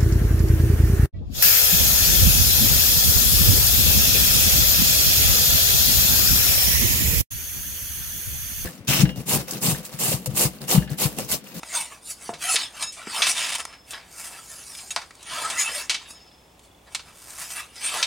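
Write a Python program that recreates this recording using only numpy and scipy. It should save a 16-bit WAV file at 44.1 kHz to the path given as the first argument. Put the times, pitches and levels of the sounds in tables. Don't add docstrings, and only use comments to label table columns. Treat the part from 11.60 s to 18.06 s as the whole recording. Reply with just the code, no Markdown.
import sys
import numpy as np
from scipy import signal
from scipy.fft import rfft, irfft
from scipy.io import wavfile
from scipy.ndimage import map_coordinates

SR = 44100
rng = np.random.default_rng(int(sys.argv[2]) if len(sys.argv) > 2 else 0)


def to_wav(sig):
    pcm = np.clip(np.atleast_2d(sig), -1, 1) * 32767
    pcm = np.round(pcm).astype(np.int16)
    wavfile.write(sys.argv[1], SR, pcm.T)


N = 284886
TIME = np.arange(N) / SR


def from_db(db):
    return 10 ** (np.asarray(db) / 20)


def rms_one(x):
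    return x / np.sqrt(np.mean(x ** 2) + 1e-20)


def dying(age, t60):
    return from_db(-60 * age / t60)


def at_hz(spectrum, hz):
    f, db = np.transpose(spectrum)
    return np.interp(np.log(hz + 1e-9), np.log(f), db)


def drift(rate):
    knots = rng.standard_normal(N // 16)
    return np.interp(TIME * rate, np.arange(len(knots)), knots) * np.sqrt(3 / 2)


def butter(x, order, hz, kind):
    return signal.sosfilt(signal.butter(order, hz, kind, fs=SR, output="sos"), x)


def three_bands(x):
    return [butter(x, 3, 1700, "low"), butter(x, 3, [1700, 6500], "band"), butter(x, 3, 6500, "high")]


def resonate(x, hz, width_hz):
    r = np.exp(-np.pi * width_hz / SR)
    feedback = [1, -2 * r * np.cos(2 * np.pi * hz / SR), r * r]
    return signal.lfilter(np.array([1, 0, -1]) * (1 - r * r) / 2, feedback, x + 1e-18)


def coloured(x, spectrum, size=4096):
    gain = rms_one(from_db(at_hz(spectrum, np.arange(size // 2 + 1) * SR / size)))
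    cepstrum = irfft(np.log(gain))
    cepstrum[1:size // 2] *= 2
    cepstrum[size // 2 + 1:] = 0
    return signal.fftconvolve(x, irfft(np.exp(rfft(cepstrum))))[:len(x)]


def widened(side, width):
    gain = from_db(at_hz(width, np.linspace(0, SR / 2, SR // 2)))
    return coloured(side, width) * np.sqrt(np.mean(gain ** 2))


# f/Hz, level/dB
AIR_SPECTRUM = [(12, -52), (20, -6), (65, 4.5), (607, -1), (873, -2), (1610, -11.5), (2670, -10.5),
                (3160, -12), (3440, -11), (4060, -16), (7950, -15.5), (14700, -24), (16000, -17)]
# f/Hz, side re mid/dB
AIR_SIDE = [(60, -30), (150, -15), (380, -8), (950, -3), (2380, -3), (5980, -6.5), (15000, -24)]
def outdoor_air(level_db=-55.5):
    mid, side = [coloured(rng.standard_normal(N), AIR_SPECTRUM) for _ in range(2)]
    return from_db(level_db) * (mid + widened(side, AIR_SIDE) * [[1], [-1]])


# f/Hz, rms level/dB
HUM_PARTIALS = [(60, -65), (120, -74), (180, -76)]
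def mains_hum():
    return sum(from_db(db) * np.sqrt(2) * np.sin(2 * np.pi * hz * TIME) for hz, db in HUM_PARTIALS)


def far_trill(level_db=-70.5, hz=3450, pulses_per_s=30, uneven_db=3):
    pulses = np.sin(np.pi * pulses_per_s * TIME) ** 20 * from_db(uneven_db * drift(pulses_per_s))
    return from_db(level_db) * rms_one(pulses * np.sin(2 * np.pi * hz * TIME))


# f/Hz, side re direct/dB
ECHO_SIDE = [(40, -27), (120, -43), (300, -17), (1000, -13.5), (2500, -15.5), (5000, -9.5), (8000, -21),
             (14000, -55)]
def patio(direct, echo_db=-8.0, early_t60=0.012, tail_db=-8.0, tail_t60=0.27):
    age = TIME[:SR // 2]
    decay = rms_one(dying(age, early_t60)) + from_db(tail_db) * rms_one(dying(age, tail_t60))
    decay *= age > .002
    mid, side = [rms_one(rng.standard_normal(len(age)) * decay) / np.sqrt(len(age)) for _ in range(2)]
    mid_echo = from_db(echo_db) * signal.fftconvolve(direct, mid)[:N]
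    side_echo = signal.fftconvolve(direct, widened(side, ECHO_SIDE))[:N]
    return direct + mid_echo + side_echo * [[1], [-1]]


# f/Hz, level/dB, t60/s
BENCH_MODES = [(155, -19.5, 0.58), (297, -29, 0.16), (349, -13, 0.15), (426, 0, 0.076), (688, 3.5, 0.11),
               (910, -29, 0.032), (1084, 5.5, 0.027), (1310, -41, 0.061), (1461, 5.5, 0.043),
               (1930, -48, .05)]
# t/s, level/dB, upper cut-off/Hz, lower cut-off/Hz
BENCH_BLOWS = [(.692, -24, 1000, 120), (.729, -34, 960, 450), (0.944, -32, 600, 200),
               (1.471, -27.5, 406, 190), (3.363, -24.5, 1200, 730)]
def bench_bumps(thud_db=0.9, thud_s=0.0068, rebound_gain=0.16, rebound_s=0.05):
    out, age = np.zeros(N + SR), TIME[:SR // 2]
    thud_decay = np.exp(-age / thud_s) + rebound_gain * np.exp(-age / rebound_s)
    for t, db, high_hz, low_hz in BENCH_BLOWS:
        modes = sum(from_db(level) * dying(age, t60) * np.sin(2 * np.pi * hz * age) * rng.choice([-1, 1])
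                    for hz, level, t60 in BENCH_MODES)
        thud = from_db(thud_db) * rng.standard_normal(len(age)) * thud_decay
        start = round(t * SR)
        out[start:start + len(age)] += from_db(db) * butter(.5 * modes + 3 * thud, 2, [low_hz, high_hz], "band")
    return out[:N]


# f/Hz, level/dB, t60/s
BLADE_MODES = [(5218, 0, 1.15), (2660, -6, .32), (3808, -2.5, .38), (6722, 2, .36), (8188, -6, .19),
               (10400, -8, .24), (12730, -18, .2)]
# t/s, level/dB, t when damped/s, gain of all modes but the first/dB
RINGS_AND_CLINKS = [(1.03, -31, 1.068, -15), (1.232, -30.5, 1.318, 2), (1.975, -40, 2.265, -15),
                    (3.307, -43, 3.32, 14), (4.507, -44, 4.95, -2)]
def blade_rings(dips_per_s=15.5):
    out = np.zeros(N)
    for t, db, until, others_db in RINGS_AND_CLINKS:
        span = slice(round(t * SR), round((until + .05) * SR))
        age = TIME[span] - t
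        attack = 1 - np.exp(-age / .001)
        damping = np.exp(-np.maximum(TIME[span] - until, 0) / .006)
        for k, (hz, level, t60) in enumerate(BLADE_MODES):
            lobes = .2 + .8 * np.abs(np.cos(np.pi * dips_per_s * rng.uniform(.8, 1.2) * age))
            mode = dying(age, t60) * np.sin(2 * np.pi * hz * age)
            out[span] += from_db(db + level + others_db * (k > 0)) * attack * damping * lobes * mode
    return out


# t/s, f/Hz, level/dB
CATCHES = [(.129, 2100, -35.5), (.172, 3530, -33), (.155, 6320, -34), (.166, 8640, -27), (.177, 945, -39),
           (0.859, 732, -42), (.895, 751, -35), (.903, 1323, -32.5), (.912, 9730, -26.5), (.937, 7760, -29),
           (1.705, 7900, -33), (1.71, 5700, -28.5), (3.779, 1253, -34), (3.8, 595, -41.5),
           (3.858, 1266, -28.5), (3.99, 2035, -30.5), (4.004, 6780, -24), (4.072, 2630, -31),
           (4.17, 592, -44.5), (6.263, 8430, -29), (6.35, 690, -45), (6.37, 874, -40)]
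def squeaks(width_share=0.068, level_db=0.5, half_length_s=0.015):
    out = np.zeros(N)
    for t, hz, db in CATCHES:
        width_hz = width_share * hz
        tone = rms_one(resonate(resonate(rng.standard_normal(N), hz, width_hz), hz, width_hz))
        swell = np.exp(-.5 * ((TIME - t) / half_length_s) ** 2)
        out += from_db(db + level_db) * tone * swell
    return out


# t/s, level/dB, wood body re mid band/dB, edge hiss re mid band/dB, 20 dB decay/s
STRIKES = [(0.032, -29, 14, -4.5, 0.0087), (.737, -32.5, 7.5, -5, 0.042), (.958, -10.5, -14, 5.5, 0.0018),
           (0.9608, -11.5, -19, -22, 0.019), (1.225, -21, -15, 5, 0.017), (1.322, -41, -22, 8.5, 0.14),
           (1.471, -39, 20, -6, 0.015), (1.62, -12, -5, -8, 0.061), (1.668, -14.5, -2.5, -4, 0.039),
           (1.9533, -22.5, 9, 9, 0.0028), (1.984, -29, 7, 7, .005), (2.0523, -23.5, 8, 2, 0.0058),
           (2.3072, -40, -15, 14, 0.022), (2.333, -30.5, 5.5, -16, .03), (3.15, -31, -12, 0, .01),
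           (3.188, -33.5, -7, -16, 0.033), (3.3056, -29, 0, 3.5, 0.039), (3.3622, -11.5, 3, -6, 0.0029),
           (3.364, -23, 10, -14.5, 0.039), (3.416, -35.5, 9.5, -10, 0.042), (3.507, -40, 14, -12, 0.015),
           (3.5526, -45.5, -1, 8, 0.0062), (3.629, -42, -21, 14, 0.0098), (3.9, -22.5, -7, 3, .03),
           (4.2958, -13, -4.5, -6.5, 0.047), (4.344, -20.5, -3, -11, 0.038), (4.9935, -45.5, -3, 1, 0.011),
           (5.348, -16.5, -1, -4, 0.02), (5.394, -35.5, 5, -21, 0.036), (5.704, -41.5, 0, 13, 0.014),
           (5.904, -34.5, 2, -7, 0.036), (6.1573, -40.5, 1, 4.5, 0.032), (6.4276, -10, -35, -13, 0.023)]
# f/Hz, level/dB
KNOCK_SPECTRUM = [(71, -31), (120, -27.5), (463, -22), (856, -10), (1830, -10), (2340, -3), (2640, -4.5),
                  (3450, -2), (6770, -8.5), (8840, -7), (10800, -16.5), (14400, -41), (16000, -84)]
def knocks(first_contact=4.3, level_db=-1.5, snap_db=-22.0, snap_hz=12500, snap_s=.012):
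    force, snaps, age = np.zeros(N + SR), np.zeros(N + SR), TIME[:SR // 4]
    for t, db, body_db, hiss_db, decay_s in STRIKES:
        chatter = rng.standard_normal(len(age)) * from_db(-20 * age / decay_s)
        chatter[0] = first_contact
        low, mid, high = three_bands(chatter)
        span = slice(round(t * SR), round(t * SR) + len(age))
        force[span] += from_db(db + level_db) * (from_db(body_db) * low + mid + from_db(hiss_db) * high)
        snaps[span] += from_db(db + hiss_db + snap_db) * high * np.exp(-age / snap_s)
    return coloured(force[:N], KNOCK_SPECTRUM) + resonate(snaps[:N], snap_hz, width_hz=5000)


# f/Hz, width before the blade's damping/Hz, level/dB
SLAT_MODES = [(690, 290, -26), (1355, 22, -4), (1673, 17, -13), (2680, 910, 9.5), (3516, 21, 0),
              (4400, 20, -36), (4640, 190, 8), (5110, 16, 12.5), (6000, 92, -20), (6220, 65, -30),
              (7900, 53, -48), (9000, 140, 9.5), (9750, 37, 11.5), (10510, 230, 10.5)]
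def through_slats(force, ring_db=-7.0, wander_db=3, wander_rate=14, loss_share=.016):
    rings = sum(from_db(db + wander_db * drift(wander_rate)) * resonate(force, hz, width + loss_share * hz)
                for hz, width, db in SLAT_MODES)
    return force + from_db(ring_db) * rings


def edge_colour(force, patchy_db=5.0, change_rate=28, spacing_hz=89.05, size=512):
    frames = dict(fs=SR, nperseg=size, noverlap=size - size // 4)
    hz, t, cells = signal.stft(force, **frames)
    chance = rng.standard_normal((size, size))
    warped_hz = 4000 * np.log1p(hz / 4000)
    grid = np.meshgrid(warped_hz / spacing_hz, t * change_rate, indexing="ij")
    ripple = np.clip(rms_one(map_coordinates(chance, grid, order=1, mode="wrap")), -2.2, 2.2)
    _, singing = signal.istft(cells * from_db(patchy_db * ripple), **frames)
    return rms_one(singing[:N])


# t at full speed/s, rasp level/dB, wood body re rasp/dB,
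# edge hiss re rasp/dB, rise/s, hold/s, fall/s
SCRAPER_STROKES = [ (0.16, -30, -5.5, -0.5, 0.12, 0.052, 0.066), (0.329, -43, -1, -1, 0.12, 0.0086, 0.08),
                   (0.507, -39.5, -10.5, 8.5, 0.074, 0.0066, 0.036),
                   (0.634, -43, -5, 1.5, 0.089, 0.041, 0.076), (0.825, -31.5, -10.5, 1.5, 0.038, .02, 0.15),
                   (0.898, -25.5, -10.5, 2.5, 0.065, .05, 0.023),
                   (0.979, -29.5, -7, -6.5, 0.14, 0.04, 0.073), (1.222, -32.5, -5, -3, .11, 0.0072, 0.069),
                   (1.37, -46.5, 2.5, -5, 0.017, 0.023, 0.19), (1.551, -28, -6.5, -3.5, 0.11, 0.13, 0.14),
                   (1.688, -25.5, -7.5, 2.5, 0.044, .025, 0.044), (1.777, -28.5, -9, -3, 0.11, .18, 0.023),
                   (2.001, -33.5, -2, -1.5, .025, 0.0045, 0.035), (2.095, -52, 2, -7, 0.074, 0.036, 0.09),
                   (2.309, -41, -10, 1.5, 0.042, 0.012, 0.026), (2.336, -41.5, 0, -15, 0.025, 0.0084, .17),
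                   (2.598, -43, -4.5, 5, 0.12, 0.047, 0.27), (2.755, -43, -1.5, -19, 0.3, 0.017, 0.14),
                   (2.920, -47, -8.5, 3, 0.34, 0.097, .2), (3.114, -47, -5.5, 7, 0.19, 0.13, 0.23),
                   (3.738, -32.5, -4, -3.5, .14, 0.091, 0.13), (3.860, -30.5, -1, -8, .15, 0.1, 0.19),
                   (4.000, -23, -15, -0.5, 0.072, .01, .1), (4.082, -31.5, -3.5, -9, .08, 0.011, 0.16),
                   (4.159, -29.5, -8.5, -1.5, 0.093, 0.032, 0.076),
                   (4.407, -45, -6.5, -14, 0.06, .01, 0.33), (4.504, -46.5, -1.5, 6, .04, 0.0043, 0.035),
                   (5.040, -58, -10, 3, .04, .01, 0.045), (5.275, -54, 2.5, -17, 0.016, 0.009, 0.074),
                   (5.335, -48.5, -7, 0, 0.056, 0.012, 0.053), (5.505, -54.5, -0.5, -8, 0.21, .02, 0.081),
                   (5.56, -55.5, -25, -1, .04, 0.086, 0.087), (5.815, -40, -4, 3, 0.3, .03, 0.22),
                   (5.905, -38, -7, 4, .04, 0.032, 0.068), (5.956, -33, -6.5, -3.5, 0.017, 0.042, 0.06),
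                   (6.245, -30.5, -7.5, -0.5, 0.084, .025, 0.13), (6.345, -25.5, -7, -6.5, 0.13, 0.05, .15)]
def stroke_levels(ramp_db=20):
    power = np.zeros((3, N))
    for t, db, body_db, hiss_db, rise, hold, fall in SCRAPER_STROKES:
        slack = np.maximum(t - TIME, 0) / rise + np.maximum(TIME - t - hold, 0) / fall
        moving = slack < 3
        full_db = db + np.array([[body_db], [0], [hiss_db]])
        power[:, moving] += from_db(full_db - ramp_db * slack[moving]) ** 2
    return 10 * np.log10(power + 1e-12)


# t/s, chips re smooth rasp/dB, bright flaking/dB
FINISH = [(0, -9, 4), (1.0, -47, -5), (1.7, -3.5, 1), (1.8, 1.5, -19), (2.0, 11, -20), (2.3, -11, 16),
          (2.65, 0.5, 11), (3.1, -16, 5), (3.8, -5.5, -7), (5.3, -18, 4), (5.6, 12, 14), (6.0, -10, 12),
          (6.25, -8, -2)]
# f/Hz, level/dB
RASP_SPECTRUM = [(71, -48), (120, 6), (445, -11.5), (643, -3.5), (805, -2.5), (1260, -0.5), (1370, -3),
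                 (2380, 0), (3820, 3.5), (4980, -4), (7050, -4.5), (8660, -6), (11500, -18.5), (15000, -26),
                 (16000, -23)]
def scrape(chips_per_s=700, chip_spread_db=1.0, judder_db=1.5, unsteady_db=1.0,
           crackle_hz=12000, crackle_db=-23.0):
    body_db, rasp_db, hiss_db = stroke_levels() + unsteady_db * drift(rate=40)
    t, *columns = np.transpose(FINISH)
    grit_db, flaking_db = [np.interp(TIME, t, column) for column in columns]
    fibres = rms_one(rng.standard_normal(N) * from_db(judder_db * drift(rate=350)))
    sizes = from_db(chip_spread_db * np.minimum(rng.exponential(1, N), 3)) * rng.choice([-1, 1], N)
    chips = rms_one(sizes * (rng.random(N) < chips_per_s / SR))
    grit = from_db(grit_db)
    force = (edge_colour(fibres) + grit * chips) / np.sqrt(1 + grit ** 2)
    wood = coloured(through_slats(force), RASP_SPECTRUM)
    bands = three_bands(butter(wood, 2, 430, "high"))
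    rasp = sum(from_db(db) * rms_one(band) for db, band in zip((body_db, rasp_db, hiss_db), bands))
    crackle = rms_one(resonate(resonate(chips + .5 * fibres, crackle_hz, 6000), crackle_hz, 6000))
    return rasp + from_db(hiss_db + flaking_db + crackle_db) * crackle


def scene():
    work = scrape() + squeaks() + knocks() + bench_bumps()
    return patio(work) + blade_rings() + outdoor_air() + mains_hum() + far_trill()


def record(dry, cutoff_hz=15900):
    return signal.sosfilt(signal.ellip(10, .1, 80, cutoff_hz, fs=SR, output="sos"), dry)


dry = scene()
out = record(dry)
to_wav(out)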